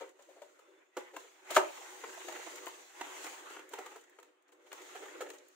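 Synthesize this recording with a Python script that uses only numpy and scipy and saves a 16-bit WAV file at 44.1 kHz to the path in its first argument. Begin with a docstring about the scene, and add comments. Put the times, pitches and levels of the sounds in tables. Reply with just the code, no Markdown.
"""A corrugated cardboard box knocks and scrapes as hands open it on a tiled floor, close to a phone.
Fingers and folding flaps ring its panels, edges and enclosed air; the lid's tab rasps and pops free.
Rubbing and dragging drive the same resonances, while paper and wood shavings hiss among short dry ticks.
The room answers the knocks and ticks; now and then a faint thin squeak sounds over the room tone."""
import sys
import numpy as np
from scipy import signal
from scipy.fft import rfft, irfft, next_fast_len
from scipy.io import wavfile
from scipy.ndimage import uniform_filter1d, map_coordinates

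SR = 44100
rng = np.random.default_rng(int(sys.argv[2]) if len(sys.argv) > 2 else 0)


def digitize_waveform(pressure):
    """Quantize a signal to 16-bit integers and store it at the path in sys.argv[1].

    Rows of a 2-D input are taken as channels; values are limited to [-1, 1].
    """
    field = np.atleast_2d(pressure).T
    bounded = np.clip(field, -1, 1)
    quanta = np.round(bounded * 32767).astype(np.int16)
    wavfile.write(sys.argv[1], SR, quanta)


N = 244755

# Box resonances: (frequency [Hz], width [Hz], gain [dB])
AIR_MODES = [(314.5, 73, -8.5), (379.5, 19, 0.5), (491.6, 35, -5.5), (608, 12, -5.5)]
PANEL_MODES = [(675, 71, -6), (839, 49, 0), (916, 51, -1), (1100, 100, -7), (1255, 120, -6.5)]
EDGE_MODES = [(1540, 320, -7.5), (1908, 140, 2.5), (2038, 240, -0.5), (2485, 220, -3.5), (2660, 180, -2),
              (3350, 540, -4.5), (3700, 1000, -9)]  # stiff folds and thin wood
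# Air mode that moves as lid and flaps change the opening: (time [s], frequency [Hz])
OPENING_MODE = [(0, 512), (0.42, 590), (0.97, 387), (1.2, 430), (1.5, 597), (2.3, 640), (2.46, 348),
                (3.74, 392), (3.8, 467), (4.2, 412), (5.25, 451)]
# Blows, from hard edges to padded fingers and flaps:
# (time [s], level [dB], softness [0-1], struck spot [Hz], air gain [dB], crack gain [dB], L-R [dB])
BLOWS = [(0.006, -47.5, 1, 925, 13, -32, 5.5), (0.189, -66, 0.7, 700, 14, -1, 4.5),
         (0.286, -73.5, 1, 855, 24, 8, 5), (0.359, -77.5, 1, 1340, 25.5, 1, 4),
         (0.418, -55.5, 0.06, 910, 11, -0.5, 4), (0.59, -64, 0.1, 1240, 6, 5, 4),
         (0.968, -38, 0.04, 1164, 7, -3, -2), (1.135, -57.5, 1, 780, 15.5, -3, 3),
         (1.164, -40.5, 0, 963, -3, 0.5, 3), (1.235, -67, 0.9, 690, 15.5, -7, 2),
         (1.504, -44.5, 0.47, 1200, 9.5, 12.5, 2), (1.565, -17.5, 0, 1240, 0.5, -6.5, 3),
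         (1.575, -25, 0, 900, 6, -13, 1.5), (2.038, -40, 0, 795, 0, -23, 3),
         (2.175, -52, 0.2, 740, 2.5, -21, -7), (2.284, -39.5, 0.03, 750, -1, -6, 5),
         (2.323, -45.5, 0, 820, -3, -1, -8), (2.385, -49, 1, 790, 0, -7, -3.5),
         (2.461, -44.5, 1, 690, 1, -11, -7.5), (2.667, -38, 0, 1020, -2.5, -5, 5),
         (3.011, -34.5, 0, 765, -5.5, -12, -3.5), (3.066, -52, 0.1, 1240, 3, -4, 0),
         (3.239, -43, 0.96, 1510, -1, 5, 2.5), (3.264, -41.5, 0.6, 1990, -4, -1, -4.5),
         (3.498, -55, 0.7, 1460, 6.5, 6, 3), (3.565, -45.5, 0, 1440, -1, -13, 2.5),
         (3.592, -50, 0, 1150, 3.5, -3, -2), (3.711, -62.5, 1, 1000, 15.5, 8, 3),
         (3.735, -39, 0, 870, -0.5, 0, -3), (3.786, -42.5, 0, 730, 4.5, -1, -1),
         (3.859, -45.5, 0.6, 1190, -5, 1, 2.5), (3.913, -57, 0.83, 900, 2.5, 0, 4),
         (3.958, -51, 0.15, 980, 4, 2, -1), (4.187, -52, 0, 835, 0, -12, 4),
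         (4.228, -59, 0, 994, -7.5, 8.5, -3.5), (4.486, -65.5, 0.8, 856, -1, -2, 3),
         (4.519, -64.5, 0.92, 974, -2, 7.5, 2.5), (4.664, -62, 1, 1890, -4, 3.5, -3),
         (4.717, -51, 0.4, 1430, -17.5, -1, 2.5), (4.728, -45.5, 0, 1520, -6.5, 5.5, 7),
         (4.815, -54, 1, 1890, -8, 6, 1), (4.95, -45, 1, 736, 1, -3.5, -3.5),
         (5.02, -51, 0.74, 790, 9, -6, -3), (5.054, -51.5, 0.7, 1260, -7, 2, 3),
         (5.079, -57, 0, 1280, -8, 1, -0.5), (5.206, -42, 0.32, 1276, 8, 1, -2.5),
         (5.215, -44, 0.77, 1340, 3.5, -2.5, 5), (5.26, -54, 0.85, 1710, 13, -10, -2.5),
         (5.287, -57.5, 0.9, 1970, 10.5, 5, 7), (5.301, -50.5, 0.24, 1700, -13, 10, -2),
         (5.331, -56.5, 1, 1820, 6.5, 7, 1)]


def blows(wet_db):
    """A contact force rings the air, panels, struck spot and edges; its rough part cracks."""
    out, t = np.zeros((2, N + SR)), np.arange(SR // 3) / SR
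    hard, soft = np.array([[0.0013, 0.0061, 1.3], [0.01, 0.01, 6.3]])  # (rise [s], decay [s], roughness)
    grip_decay_s = 0.028  # hands damp the card
    port_delay_s_per_db = 22e-6  # the louder port is nearer and hears the blow first
    for time_s, level_db, softness, spot_hz, air_db, crack_db, pan_db in BLOWS:
        rise_s, decay_s, roughness = hard * (soft / hard) ** softness
        # A broad blow wakes the air, lasts longer and rings the edges less.
        decay_s *= amp(0.48 * (air_db - 0.5))
        edge_db = -6 - 0.64 * air_db
        grit = (1 - np.exp(-t / rise_s)) * np.exp(-t / decay_s) * rng.standard_normal((3, len(t)))
        force = roughness * grit[0] + np.exp(-t / 0.00011)
        opening_hz = np.interp(time_s, *np.transpose(OPENING_MODE))
        air = amp(air_db) * ring(force, AIR_MODES + [(opening_hz, 55, 1.5)])
        panel = ring(force, PANEL_MODES) + 0.75 * ring(force, [(spot_hz, 0.037 * spot_hz, 0)])
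        edge = amp(edge_db) * ring(force, EDGE_MODES)
        thud = amp(-24.5) * ring(force, [(60, 210, 0)])
        gain = amp(level_db) * np.sqrt(decay_s * SR + 60)
        body = gain * np.exp(-t / grip_decay_s) * (panel + air + edge + thud)
        crack = gain * amp(crack_db) * ring(grit[1:], [(6900, 58000, 0)])
        lead = lambda hz: np.exp(np.outer([1, -1], 1j * np.pi * hz * pan_db * port_delay_s_per_db))
        direct = (filtered(body, lead) + crack) * amp([[pan_db / 2], [-pan_db / 2]])
        add(out, time_s, direct + reverb(body + crack[0], wet_db))
    return out[:, :N]


def tab():
    """The lid's tab rasps, swelling until it lets go."""
    release_s, release_db = 1.563, -26
    swell_db_per_s, fall_db_per_s = 649, 719.5
    t = np.arange(N) / SR - release_s
    level_db = release_db + np.minimum(swell_db_per_s * t, -fall_db_per_s * t)
    rasp = friction(resonant([(1180, 2300, -6.5), (6530, 17000, -10.5)]), rate_hz=400, flutter_db=-2.5)
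    return amp(level_db) * rasp


# Sliding of hands and box: (time [s], card scrape [dB], paper and shavings hiss [dB])
RUB_LEVELS = [(0.0, -50, -58.5), (0.08, -59, -65.5), (0.15, -72.5, -75), (0.22, -67, -66.5),
              (0.5, -67.5, -67.5), (0.82, -67, -76.5), (0.92, -75, -80), (0.96, -67.5, -73),
              (1.0, -52.5, -60), (1.13, -60.5, -67), (1.2, -59.5, -55), (1.3, -64, -62.5),
              (1.43, -63.5, -65.5), (1.52, -43, -49), (1.7, -49, -51), (2.05, -50.5, -51.5),
              (2.4, -47.5, -47.5), (2.7, -53, -51.5), (2.92, -59, -58), (3.02, -49.5, -51.5),
              (3.27, -48, -45.5), (3.45, -52.5, -56), (3.53, -49, -52), (3.67, -60, -65.5),
              (3.78, -51, -57.5), (3.98, -57, -59.5), (4.06, -65, -70), (4.25, -67.5, -72.5),
              (4.36, -74.5, -81.5), (4.52, -71.5, -83.5), (4.7, -63.5, -65.5), (4.74, -55.5, -56),
              (4.82, -54, -54), (4.92, -52.5, -53), (5.08, -52, -55), (5.3, -57.5, -61.5),
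              (5.42, -64, -67.5), (5.55, -71.5, -66.5)]
# Friction spectra: (frequency [Hz], relative density [dB])
SCRAPE_SPECTRUM = [(400, -32.5), (650, -9), (800, -6.5), (1300, -5.5), (2100, -7.5), (3200, -13.5),
                   (5000, -29.5), (9000, -94.5)]
HISS_SPECTRUM = [(900, -31.5), (1800, -7.5), (3000, -4), (6000, -1.5), (10000, -6), (16000, -7.5)]


def rubbing():
    """Sliding card drives the box's air, panels and edges; paper and shavings hiss."""
    scrape_db, hiss_db = curves(RUB_LEVELS)
    drone_db = -59.5 + 0.71 * (scrape_db + 55) + 3.5 * wobble(rate_hz=9)
    drone = friction(resonant(AIR_MODES), rate_hz=40, flutter_db=2.5)
    card = resonant(PANEL_MODES + EDGE_MODES)
    scrape_response = lambda hz: amp(log_interp(SCRAPE_SPECTRUM, hz)) * (1.2 + np.abs(card(hz)))
    scrape = friction(scrape_response, rate_hz=60, flutter_db=2.0, patch_db=2.3)
    hiss = friction(lambda hz: amp(log_interp(HISS_SPECTRUM, hz)), rate_hz=50, flutter_db=0.6, patch_db=1.9)
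    return amp(drone_db) * drone + amp(scrape_db) * scrape + amp(hiss_db) * hiss


# Dry ticks: (time [s], level [dB], band centre [Hz])
TICKS = [(0.091, -47, 6800), (0.222, -46, 7400), (.986, -48, 11000), (2.140, -40, 14500),
         (2.556, -33, 9000), (2.658, -31, 15400), (2.680, -31.5, 15400), (3.690, -38, 13000),
         (3.726, -44, 9000), (4.010, -47, 8030), (4.037, -47, 6460), (4.096, -49, 13000),
         (4.198, -47, 9080), (4.422, -59, 11030), (4.480, -55.5, 4950), (5.127, -45, 7300),
         (5.303, -36, 3420), (5.383, -42, 5000), (5.483, -43.5, 13800)]


def ticks():
    """Short dry ticks, some very high and thin, each lasting a few milliseconds."""
    out, t = np.zeros((2, N + SR)), np.arange(SR // 8) / SR
    rise_s, decay_s = 0.0016, 0.0045
    envelope = (1 - np.exp(-t / rise_s)) * np.exp(-t / decay_s)
    for time_s, level_db, hz in TICKS:
        burst = envelope * rng.standard_normal((2, len(t)))
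        tick = amp(level_db) * filtered(burst, resonant([(hz, 0.9 * hz, 0)]))
        add(out, time_s, tick + reverb(tick[0], wet_db=-13))
    return out[:, :N]


# Squeaks: (start [s], end [s], frequency [Hz], width [Hz], level [dB])
SQUEAKS = [(.61, .82, 3500, 35, -81), (.84, .94, 3500, 35, -87), (.76, .93, 7000, 50, -91),
           (1.2, 1.4, 3380, 30, -77), (1.64, 1.86, 3200, 100, -69), (1.62, 1.85, 5700, 120, -69),
           (2.86, 3.0, 1850, 100, -70), (3.08, 3.26, 2800, 100, -66)]


def squeaks():
    """Narrow bands of noise fade in and out as faint thin squeaks."""
    out, t = np.zeros(N), np.arange(N) / SR
    fade_s = 0.025
    for start_s, end_s, hz, width_hz, level_db in SQUEAKS:
        fade = np.clip(np.minimum(t - start_s, end_s - t) / fade_s, 0, 1)
        band = filtered(rng.standard_normal(N), resonant([(hz, width_hz, 0)]))
        out += amp(level_db) * fade * unit_rms(band)
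    return out


# Room decay: (frequency [Hz], T60 [s])
ROOM_T60 = [(300, 0.35), (650, 0.36), (1200, 0.23), (4000, 0.22), (12000, 0.19)]


def reverb(x, wet_db):
    """The room returns a diffuse stereo tail that dies faster in the treble."""
    predelay_s = 0.008
    hz, t, spectra = signal.stft(rng.standard_normal((2, SR // 3)), SR, nperseg=256)
    decay = amp(-60 * t / log_interp(ROOM_T60, hz)[:, None])
    tail = signal.istft(spectra * decay, SR, nperseg=256)[1]
    delayed = np.pad(x, (round(predelay_s * SR), 0))[None]
    return amp(wet_db) * signal.fftconvolve(delayed, tail / np.linalg.norm(tail[0]), axes=1)[:, :len(x)]


# Room tone: (frequency [Hz], relative density [dB])
ROOM_SPECTRUM = [(30, -14.5), (200, 13.5), (400, 6), (800, 4), (1500, 3.5), (3000, -24.5), (6000, -26.5),
                 (16000, -49.5)]


def room_tone():
    """Faint, dull noise that wavers slightly."""
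    return amp(-74) * friction(lambda hz: amp(log_interp(ROOM_SPECTRUM, hz)), rate_hz=6.3, flutter_db=0.7)


# Stereo likeness of the noise: (frequency [Hz], L-R correlation [0-1])
CORRELATION = [(250, 1), (640, 0.18), (1400, 0.021), (16000, 0.012)]


def friction(response, rate_hz, flutter_db, patch_db=0):
    """Stereo noise in uneven slips and shifting patches of colour, shaped by what it excites; rms 1."""
    def mid_side_response(hz):
        angle = np.arccos(log_interp(CORRELATION, hz)) / 2
        return response(hz) * [np.cos(angle), np.sin(angle)]

    spectra = signal.stft(rng.standard_normal((2, N)), nperseg=512)[2]
    patches = uniform_filter1d(rng.standard_normal(spectra.shape[1:]), size=3, axis=0)
    patches = unit_rms(uniform_filter1d(patches, size=14, axis=1))
    noise = signal.istft(spectra * amp(patch_db * patches), nperseg=512)[1][:, :N]
    mid, side = filtered(amp(flutter_db * wobble(rate_hz)) * noise, mid_side_response)
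    return unit_rms(np.array([mid + side, mid - side]))


def ring(force, modes):
    """Modes driven by a force; energy 1."""
    motion = filtered(force, resonant(modes))
    return motion / np.linalg.norm(motion)


def resonant(modes):
    """Causal response of (frequency [Hz], width [Hz], gain [dB]) modes, alternating in sign."""
    return lambda f: sum((-1) ** k * amp(db) * 1j * f * width / (hz * hz - f * f + 1j * f * width)
                         for k, (hz, width, db) in enumerate(modes))


def filtered(x, response):
    """Apply a complex frequency response."""
    size = next_fast_len(x.shape[-1] + SR // 4)
    return irfft(rfft(x, size) * response(np.fft.rfftfreq(size, 1 / SR)), size)[..., :x.shape[-1]]


def wobble(rate_hz):
    """Smooth random curve with rate_hz knots a second."""
    knots = rng.standard_normal(int(N * rate_hz / SR) + 4)
    return map_coordinates(knots, [np.arange(N) * rate_hz / SR])


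def curves(rows):
    """One value per sample for each column after the time."""
    times_s, *columns = np.transpose(rows)
    return [np.interp(np.arange(N) / SR, times_s, column) for column in columns]


def log_interp(points, hz):
    """Interpolate (frequency [Hz], value) points on a log axis."""
    knots_hz, values = np.transpose(points)
    return np.interp(np.log(hz + 1), np.log(knots_hz + 1), values)


def amp(db):
    return 10 ** (np.asarray(db) / 20)


def unit_rms(x):
    return x / np.sqrt(np.mean(x ** 2) + 1e-20)


def add(out, time_s, sound):
    out[:, round(time_s * SR):][:, :sound.shape[1]] += sound


def scene():
    """The box, its packing and the room, in stereo."""
    return rubbing() + tab() + blows(wet_db=-8.0) + ticks() + room_tone() + squeaks()


# Phone microphone: (frequency [Hz], gain [dB])
MIC_RESPONSE = [(30, -27.5), (185, -33.5), (232, -26.5), (282, -5.5), (340, -2), (4000, -2.5), (5000, -8),
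                (5900, -4.5), (6800, 3), (8000, -2), (9500, -8), (13300, -11.5), (15400, -4.5)]


def record(dry):
    """The phone cuts the bass steeply, colours the treble at its ports and limits the band."""
    def minimum_phase(hz):
        cepstrum = irfft(np.log(amp(log_interp(MIC_RESPONSE, hz))))
        half = len(cepstrum) // 2
        cepstrum[1:half] *= 2
        cepstrum[half + 1:] = 0
        return np.exp(rfft(cepstrum))

    top_hz, taper_hz = 15930, 350
    band_limit = lambda hz: np.clip((top_hz - hz) / taper_hz, 0, 1) ** 2
    return filtered(filtered(dry, minimum_phase), band_limit)


dry = scene()
out = record(dry)
digitize_waveform(out)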